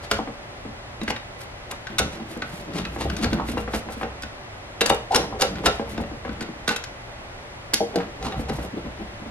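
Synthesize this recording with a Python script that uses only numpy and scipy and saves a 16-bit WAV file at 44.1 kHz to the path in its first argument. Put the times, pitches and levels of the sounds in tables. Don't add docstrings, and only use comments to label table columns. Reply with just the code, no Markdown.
import sys
import numpy as np
from scipy import signal
from scipy.fft import rfft, irfft
from scipy.io import wavfile
from scipy.ndimage import uniform_filter1d

SR = 44100
rng = np.random.default_rng(int(sys.argv[2]) if len(sys.argv) > 2 else 0)


def materialize(psi):
    bounded = np.clip(np.atleast_2d(psi).T, -1, 1)
    quanta = np.round(bounded * 32767).astype(np.int16)
    wavfile.write(sys.argv[1], SR, quanta)


N = 410217
T = np.arange(N) / SR
RING = SR // 2


# (time [s], strength [dB], brightness [dB/octave], part that rings)
CLICKS = [(0.1123, -11, 0.5, "rim"), (0.117, -22.5, -6, "rim"), (1.0143, -27.5, 0, "cover"),
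          (1.033, -30, 8.5, "blade"), (1.078, -26, -6, "rim"), (1.103, -23, -1.5, "rim"),
          (1.162, -28.5, -1, "cover"), (1.7123, -25, 10, "rim"), (1.8689, -27.5, -2, "screw"),
          (1.9835, -10, 2.5, "screw"), (1.9898, -9.5, 3, "screw"), (2.42, -24, -2, "screw"),
          (2.851, -25, -0.5, "cover"), (3.099, -22.5, 0, "rim"), (3.166, -22.5, 6, "blade"),
          (3.243, -16, -0.5, "rim"), (3.33, -21, -0.5, "screw"), (3.485, -29, -1, "cover"),
          (3.5766, -30.5, -2, "cover"), (3.735, -28, -2, "screw"), (4.0304, -32, -3, "screw"),
          (4.2216, -27.5, 8, "rim"), (4.2326, -26, 0.5, "screw"), (4.808, -11.5, 1, "cover"),
          (4.8135, -10.5, 0.5, "cover"), (4.8597, -11.5, 6, "blade"), (4.8947, -17, 10, "cover"),
          (4.8983, -12, -1, "cover"), (4.945, -31.5, 14.5, "blade"), (5.146, -9.5, 2, "rim"),
          (5.158, -7, 1, "blade"), (5.41, -13, 4.5, "blade"), (5.42, -12.5, -0.5, "rim"),
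          (5.555, -31.5, 0, "screw"), (5.658, -9, 1.5, "screw"), (5.6652, -11, -1.5, "cover"),
          (5.9769, -29, 0.5, "screw"), (6.036, -42, -3, "cover"), (6.2914, -37, -3, "screw"),
          (6.408, -23.5, 2.5, "rim"), (6.425, -33, 8, "blade"), (6.6773, -12.5, 0, "screw"),
          (6.6892, -14, -1, "screw"), (6.761, -18.5, 4, "cover"), (6.839, -22.5, 4, "blade"),
          (7.7356, -9.5, 4.5, "rim"), (7.9575, -18.5, 3, "rim"), (8.226, -27.5, 3, "blade"),
          (8.322, -30.5, -1, "cover"), (8.496, -30, 0.5, "cover")]
STEEL_MODES = {"screw": [(1208, 44, 4.5), (1486, 47, 15.5), (1630, 45, -2.5), (2667, 32, 1),
               (2833, 110, -5), (3770, 180, -4), (4830, 92, -23)], "cover": [(1546, 53, -8.5),
               (2005, 110, -8), (2630, 44, 0.5), (2793, 30, 5.5), (3130, 35, -1.5), (3680, 75, -7),
               (3860, 54, 6.5), (5230, 56, -14)], "rim": [(1270, 130, -7), (1460, 99, 7), (1610, 80, 5),
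               (1980, 65, -1.5), (2180, 95, -4), (2900, 120, 0), (4650, 280, -4)],
               "blade": [(1560, 170, 10), (2540, 76, 7), (3760, 100, 8), (4560, 62, 6), (4830, 97, 0),
               (5400, 76, -22), (5740, 120, 2), (6620, 110, 1), (7260, 160, -15)]}
# (frequency [Hz], gain [dB])
CONTACT_EQ = [(300, 29), (1000, 28.5), (1600, 24), (2700, 21.5), (4300, 19.5), (7000, 12), (11500, 6),
              (13500, -7), (15500, -35)]
# (low [Hz], high [Hz], offset [dB], growth with force [dB/dB])
CLICK_BANDS = [(1160, 2480, -7.5, -0.2652), (2970, 5750, -13.5, 0.0444), (4940, 7500, -21, 0.09),
               (8400, 17300, -27.5, 0.41)]

def clicks(settle_db=-24, ring_db=-3):
    out = np.zeros(N)
    for s, db, brightness, part in CLICKS:
        contact = fade(t60=0.024) * rise(0.0017) + undb(settle_db) * fade(t60=0.15)
        crack = colour(grit(RING, spread_db=1.0) * contact, CONTACT_EQ)
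        hit = unit_energy(crack)
        add(hit, 0, undb(ring_db) * ringing(STEEL_MODES[part], scatter_db=5, detune=0.015))
        add(out, s, blow(hit, CLICK_BANDS, db, brightness, pivot_hz=4340, window=300))
    return out


# (time [s], level [dB])
SNAPS = [(5.161, -20), (5.419, -19), (5.662, -28), (7.74, -15)]
# (frequency [Hz], gain [dB])
SNAP_EQ = [(600, -7), (1400, -16), (2700, 0), (5800, 1.5), (8000, -6), (11500, -6.5), (13000, -18),
           (15500, -35)]

def snaps(crack_t60=0.023, wash_db=-21, wash_t60=0.19):
    out = np.zeros(N)
    for s, db in SNAPS:
        crack = grit(RING, spread_db=-3) * fade(crack_t60) * rise(0.00039)
        wash = undb(wash_db) * rng.standard_normal(RING) * fade(wash_t60) * rise(0.0013)
        add(out, s, peak(colour(crack + wash, SNAP_EQ), db, window=300))
    return out


# (time [s], strength [dB], hardness [dB/octave])
KNOCKS = [(0.113, -23, 4), (0.189, -30.5, -1.5), (0.274, -31.5, 2.5), (0.65, -36, 1), (1.014, -36, -4),
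          (1.078, -29.5, 2.5), (1.103, -31.5, 1), (1.722, -40, 10), (1.996, -23.5, 4), (2.199, -36.5, 0.5),
          (2.364, -34, 1), (2.423, -34.5, 6.5), (2.962, -30, 3), (3.247, -25, -3), (3.326, -27, -4),
          (3.487, -31, -2), (3.535, -34, 0), (3.571, -24, 0.5), (3.677, -29.5, 4.5), (3.736, -25, -1),
          (3.886, -32, 5), (3.966, -40, 0.5), (4.012, -31, 7.5), (4.03, -26.5, 3.5), (4.233, -41, 4),
          (4.859, -28.5, 6), (4.901, -18.5, 2), (4.912, -37, 2), (5.153, -21.5, 2.5), (5.423, -21.5, 5.5),
          (5.639, -32.5, 6), (5.661, -22, 7), (5.795, -23.5, -0.5), (5.979, -27, -1), (6.001, -28.5, 0),
          (6.113, -36.5, 2), (6.249, -31, 5.5), (6.291, -37, -2.5), (6.412, -31.5, 2), (6.486, -38.5, 1),
          (6.68, -25.5, 0), (6.708, -38, 12), (7.733, -28, 3.5), (8.002, -35, 8.5), (8.257, -46, -5),
          (8.393, -30.5, -1.5), (8.497, -28.5, -0.5), (8.586, -30.5, 1), (8.858, -37, 0.5),
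          (9.26, -41, 0.5)]
# (frequency [Hz], width [Hz], level [dB])
CHASSIS_MODES = [(167, 20, -6), (227.1, 8.5, 3.5), (247.7, 14, -7), (285.7, 21, -0.5), (337, 95, -1),
                 (416.8, 7.3, -1.5), (458.4, 6.1, 5.5), (505.7, 25, -4.5), (549.6, 6.8, 3), (604, 2.7, 0.5),
                 (663, 7.8, -3), (750, 18.5, -1), (829, 8.1, -0.5), (828, 190, -8), (1018, 120, -10.5),
                 (1272, 19, -13), (1626, 65, -15.5), (2067, 82, -23)]
# (low [Hz], high [Hz], offset [dB], growth with force [dB/dB])
KNOCK_BANDS = [(166, 296, -4, -0.61), (397, 766, -3, 0.34), (1130, 2560, -10.5, 0)]

def knocks(rattle_db=-7):
    out = np.zeros(N)
    for s, db, hardness in KNOCKS:
        rattle = rng.standard_normal(RING) * fade(t60=0.11) * rise(0.00094)
        hit = undb(rattle_db) * unit_energy(rattle)
        add(hit, 0, ringing(CHASSIS_MODES, scatter_db=0.5, damped_hz=2.3, detune=0.0284))
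        add(out, s, blow(hit, KNOCK_BANDS, db, hardness, pivot_hz=567, window=600))
    return out


# (time [s], level [dB])
THOCKS = [(3.054, -24.5), (4.811, -19.5), (5.667, -18.5), (7.805, -18.5), (7.957, -17.5)]
# (frequency [Hz], width [Hz], level [dB])
CASE_MODES = [(207, 14, 1), (279, 22, -1), (361, 62, 2.5), (460, 16.5, 10), (655, 47, -0.5), (715, 70, 0.5),
              (787, 34, 1)]

def thocks():
    return strikes(THOCKS, CASE_MODES, rebound_s=0.019, rebound_db=-9,
                   rattle_db=-4, rattle_t60=0.089, lo_hz=277, hi_hz=770)


# (time [s], level [dB])
TAPS = [(0.189, -24.5), (3.3965, -24), (3.418, -43), (3.571, -28), (4.8995, -17.5), (5.325, -31)]
# (frequency [Hz], width [Hz], level [dB])
BOARD_MODES = [(540, 65, -7), (767, 87, 6), (984, 120, 5), (1300, 97, -11)]

def taps():
    return strikes(TAPS, BOARD_MODES, rebound_s=0.011, rebound_db=-10,
                   rattle_db=-8.5, rattle_t60=0.039, lo_hz=594, hi_hz=1430)


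# (peak time [s], half length [s], level [dB])
SCRAPES = [(0.044, 0.015, -39.5), (0.147, 0.031, -38), (1.085, 0.0055, -36.5), (1.106, 0.0081, -29),
           (1.714, 0.0068, -36.5), (2.143, 0.038, -43.5), (2.776, 0.025, -32), (3.021, 0.017, -30.5),
           (3.239, 0.017, -29.5), (3.188, 0.0089, -39), (3.748, 0.0084, -29.5), (4.818, 0.005, -26),
           (4.888, 0.014, -30), (5.127, 0.0093, -33.5), (5.153, 0.0062, -24.5), (5.204, 0.042, -40),
           (5.418, 0.011, -24.5), (5.664, 0.012, -24.5), (5.77, 0.035, -44), (6.424, 0.0063, -37),
           (6.713, 0.02, -30.5), (8.261, 0.019, -32), (8.315, 0.0045, -48), (8.495, 0.0063, -33)]

def scrapes(ring_db=4):
    force = grit(N, spread_db=5) * undb(3 * walk(190))
    ring = excite(force, ringing(STEEL_MODES["screw"] + STEEL_MODES["cover"], scatter_db=-5.5))
    return swells(SCRAPES) * unit(colour(force, CONTACT_EQ) + undb(ring_db) * ring)


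# (peak time [s], half length [s], level [dB])
GRINDS = [(4.922, 0.012, -24), (5.133, 0.012, -31), (5.167, 0.019, -25), (5.365, 0.028, -33.5),
          (5.437, 0.017, -27), (5.68, 0.032, -27), (7.817, 0.016, -47), (7.96, 0.018, -33.5),
          (8.028, 0.015, -41), (8.254, 0.028, -34), (8.34, 0.021, -38), (8.397, 0.012, -44),
          (8.495, 0.014, -35.5), (8.647, 0.014, -36)]
# (frequency [Hz], width [Hz], level [dB])
PLATE_MODES = [(410, 55, 3.5), (512, 28, 4.5), (667, 40, 1), (775, 28, 6.5), (826, 34, 1), (990, 170, -14)]

def grinds(rough_db=0.5):
    force = grit(N, spread_db=6) * undb(rough_db * walk(120))
    return swells(GRINDS) * unit(excite(force, ringing(PLATE_MODES, scatter_db=0.0)))


# (peak time [s], half length [s], pitch [Hz], level [dB])
SQUEAKS = [(5.134, 0.014, 828, -26)]

def squeaks(waver=0.157, rough_db=10.5):
    phase = 2 * np.pi * np.cumsum(1 + waver * walk(420)) / SR
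    tone = sum(swell(s, half, db) * np.sin(hz * phase) for s, half, hz, db in SQUEAKS)
    return undb(rough_db * walk(190)) * tone


# (time [s], level [dB])
BUMPS = [(0.114, -32), (1.083, -40), (1.995, -28), (2.811, -31.5), (3.047, -25.5), (3.246, -23),
         (3.325, -30), (3.421, -35), (3.754, -30.5), (4.23, -37.5), (4.899, -31), (5.18, -36),
         (5.667, -29.5), (8.363, -27.5), (8.51, -27), (8.577, -31)]
# (frequency [Hz], gain [dB])
THUMP_EQ = [(15, -10), (35, -28), (58, 18.5), (80, 4), (130, 4), (220, -3.5), (500, -75)]

def bumps():
    out = np.zeros(N)
    for s, db in BUMPS:
        thump = colour(rng.standard_normal(RING), THUMP_EQ) * fade(t60=0.27) * rise(0.0091)
        add(out, s, peak(thump, db, window=700))
    return out


# (time [s], sliding [dB], rocking [dB])
HAND_SPELLS = [
    [(1.9, -41.5, -45), (2.05, -45, -65), (2.66, -45.5, -52), (2.8, -38.5, -37), (2.93, -39, -36),
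     (3.27, -33, -35), (3.48, -38, -33), (3.79, -54, -43), (4.2, -59, -44)],
    [(5.15, -45, -58), (5.22, -36, -44), (5.33, -47, -43), (5.57, -36, -40), (5.86, -43, -44),
     (6.03, -38, -34), (6.2, -60, -47), (6.34, -37, -35), (6.65, -58, -60)],
    [(7.88, -43, -47), (7.99, -30.5, -58), (8.13, -55, -51), (8.27, -38, -33), (8.38, -39.5, -40),
     (8.44, -48, -33), (8.56, -52, -37), (8.76, -41, -43), (9.3, -48, -44)],
]
# (frequency [Hz], gain [dB])
FRICTION_EQ = [(300, -14), (800, 8.5), (1700, 2), (3500, 0.5), (7000, -25), (13000, -20), (15500, -52)]

def hand(thump_db=-1, creak_db=3.5, friction_db=-12):
    def fader(column):
        return sum(undb(np.interp(T, spell[:, 0], spell[:, column], left=-120, right=-120))
                   for spell in map(np.array, HAND_SPELLS))
    sliding, rocking = fader(1), fader(2)
    thump = unit(colour(rng.standard_normal(N) * undb(walk(35)), THUMP_EQ))
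    slips = grit(N, spread_db=5.5) * undb(6.35 * walk(45))
    creak = sheet_creak(slips)
    friction = unit(colour(unit(slips) + unit(ticks(per_s=110, spread_db=3)), FRICTION_EQ))
    rub = undb(creak_db) * creak + undb(friction_db) * friction
    return rocking * undb(thump_db) * thump + sliding * rub


def sheet_creak(slips, spots=4, roam_db=6):
    creak = np.zeros(N)
    for _ in range(spots):
        force = slips * undb(roam_db * walk(9))
        creak += excite(force, ringing(CHASSIS_MODES, scatter_db=2.5, damped_hz=7.9, detune=0.056))
    return unit(colour(creak, [(150, 14.5), (300, 7), (500, -1.0), (1000, -0.5), (2000, -2)]))


# (peak time [s], half length [s], level [dB])
CRACKLES = [(3.27, 0.024, -42), (3.403, 0.016, -31), (5.865, 0.015, -41), (6.035, 0.017, -54),
            (6.27, 0.022, -44.5), (8.005, 0.012, -41), (8.262, 0.01, -38), (8.364, 0.055, -44.5),
            (8.518, 0.028, -41), (8.603, 0.025, -46.5)]
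# (frequency [Hz], gain [dB])
CRACKLE_EQ = [(250, -27), (600, 9.5), (1100, 10.5), (2200, -9), (3200, -9), (6000, -25), (15000, -43)]

def crackles(patchy_db=2):
    force = ticks(per_s=500, spread_db=2.5) * undb(patchy_db * walk(150))
    return swells(CRACKLES) * unit(colour(force, CRACKLE_EQ))


# (peak time [s], half length [s], level [dB])
SWISHES = [(1.421, 0.018, -45.5), (2.324, 0.032, -49), (2.555, 0.054, -48.5), (3.01, 0.11, -53),
           (3.33, 0.024, -50), (3.5, 0.024, -41), (3.6, 0.022, -45.5), (3.762, 0.026, -41),
           (3.925, 0.014, -43.5), (4.003, 0.033, -50.5), (5.913, 0.021, -47), (6.013, 0.0068, -49),
           (8.403, 0.024, -51), (8.559, 0.029, -47.5), (8.642, 0.019, -48.5)]
# (frequency [Hz], gain [dB])
SKIN_EQ = [(500, -7), (1500, 6.5), (3500, 3), (7000, -2), (11500, -2.5), (15500, -20)]

def swishes():
    force = grit(N, spread_db=4.5) * undb(3 * walk(160))
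    return swells(SWISHES) * unit(colour(force, SKIN_EQ))


def wall(x, delay_s=.02, echo_db=-9):
    smear = rng.standard_normal(RING) * fade(t60=0.045)
    echo = np.zeros(N)
    add(echo, delay_s, excite(x, unit_energy(smear)))
    return undb(echo_db) * band(echo, 170, 820)


def room(x, t60=0.34, wet_db=-6, build_s=0.0038):
    tail = rng.standard_normal(RING) * fade(t60) * rise(build_s)
    wet = excite(x, unit_energy(tail))
    return undb(wet_db) * colour(wet, [(100, -11), (500, -2), (2000, 1), (6000, -5), (13000, -12)])


# (frequency [Hz], gain [dB])
AIR_EQ = [(12, -45), (20, 1), (122, 3), (161, -6), (342, -7.5), (372, -3), (427, -8.5), (565, -5),
          (767, -5.5), (834, -7.5), (1500, -12.5), (1980, -13.5), (2270, -15.5), (10800, -40), (15500, -63)]
# (frequency [Hz], level [dB])
HUM_PARTIALS = [(120, -55.5), (580, -53.5), (820, -61.5), (2010, -62)]

def workshop(air_db=-40.5):
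    air = unit(colour(rng.standard_normal(N), AIR_EQ)) * undb(air_db + 0.1 * walk(4.6))
    hum = sum(undb(db + walk(2.17)) * np.sqrt(2) * np.sin(2 * np.pi * hz * T + 1.85 * walk(4))
              for hz, db in HUM_PARTIALS)
    return air + hum


def blow(x, bands, db, tilt, pivot_hz, window, usual_db=-23.5):
    out = 0
    for k, (lo, hi, offset, growth) in enumerate(bands):
        octaves = np.log2(np.sqrt(lo * hi) / pivot_hz)
        level = db + offset + growth * (db - usual_db) + tilt * octaves
        out += (-1) ** k * peak(band(x, lo, hi), level, window)
    return out


def strikes(rows, modes, rebound_s, rebound_db, rattle_db, rattle_t60, lo_hz, hi_hz):
    out = np.zeros(N)
    for s, db in rows:
        for lag, loss in ((0, 0), (rebound_s, rebound_db)):
            chatter = grit(RING, spread_db=4.5) * fade(rattle_t60) * rise(.002)
            rattle = band(band(chatter, lo_hz, hi_hz), lo_hz, hi_hz)
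            hit = undb(rattle_db) * unit_energy(rattle)
            add(hit, 0, ringing(modes, scatter_db=0.5, detune=0.0077))
            hit = band(hit, lo_hz / 2, hi_hz)
            add(out, s + lag, peak(hit, db + loss, window=600))
    return out


def ringing(modes, scatter_db, damped_hz=0, detune=0):
    t = np.arange(RING // 2) / SR
    hz, width, db = np.transpose(modes)[:, :, None]
    hz = hz * (1 + detune * rng.standard_normal(hz.shape))
    size = undb(db + scatter_db * rng.standard_normal(db.shape)) * width
    build = 1 - np.exp(-2 * hz * t)
    decay = np.exp(-np.pi * (width + damped_hz) * t)
    tones = np.sin(2 * np.pi * (hz * t + rng.random(hz.shape)))
    return unit_energy(np.sum(size * build * decay * tones, axis=0))


def grit(count, spread_db):
    size = np.minimum(rng.standard_normal(count), 3)
    return unit(rng.standard_normal(count) * undb(spread_db * size))


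def ticks(per_s, spread_db):
    return (rng.random(N) < per_s / SR) * grit(N, spread_db)


def walk(rate_hz):
    knots = rng.standard_normal(5000)
    return np.interp(T * rate_hz, np.arange(len(knots)), knots)


def swell(s, half, db):
    return undb(db) * np.exp(-.5 * np.minimum(((T - s) / half) ** 2, 100))


def swells(rows):
    return sum(swell(*row) for row in rows)


def rise(seconds):
    return 1 - np.exp(-np.arange(RING) / SR / seconds)


def fade(t60):
    return np.exp(-np.log(1000) * np.arange(RING) / SR / t60)


def excite(x, response):
    return signal.fftconvolve(x, response)[:N]


def colour(x, points):
    hz, db = np.transpose(points)
    f = np.maximum(np.fft.rfftfreq(len(x), 1 / SR), 1)
    return irfft(rfft(x) * undb(np.interp(np.log(f), np.log(hz), db)), len(x))


def band(x, lo_hz, hi_hz):
    return signal.sosfilt(signal.butter(2, [lo_hz, hi_hz], "band", fs=SR, output="sos"), x)


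def peak(x, db, window):
    return x * undb(db) / np.sqrt(uniform_filter1d(x ** 2, window).max())


def undb(db):
    return 10 ** (np.asarray(db) / 20)


def unit(x):
    return x / np.sqrt(np.mean(x ** 2))


def unit_energy(x):
    return x / np.linalg.norm(x)


def add(track, s, x):
    i = max(int(s * SR), 0)
    track[i:i + len(x)] += x[:N - i]


# (frequency [Hz], side gain [dB])
SIDE_EQ = [(60, -44), (125, -25), (250, -11), (500, -11.5), (1000, -6.5), (2200, -2.5), (4400, 1),
           (8000, 1.5), (13000, 7)]

def scene(side_phase_rad=1.38, air_side_db=6.0):
    work = thocks() + taps() + clicks() + snaps() + knocks()
    work = work + scrapes() + crackles() + grinds() + squeaks() + bumps() + hand() + swishes()
    work = work + wall(work)
    mid = work + room(work) + workshop()
    roam = .3 * walk(15)
    direct = np.real(signal.hilbert(work) * np.exp(1j * (side_phase_rad + roam)))
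    side = colour(direct + room(work, wet_db=-1.0) + undb(air_side_db) * workshop(), SIDE_EQ)
    return np.array([mid + side, mid - side])


def record(dry):
    return signal.sosfilt(signal.ellip(12, .2, 90, 15600, fs=SR, output="sos"), np.clip(dry, -1, 1))


dry = scene()
out = record(dry)
materialize(out)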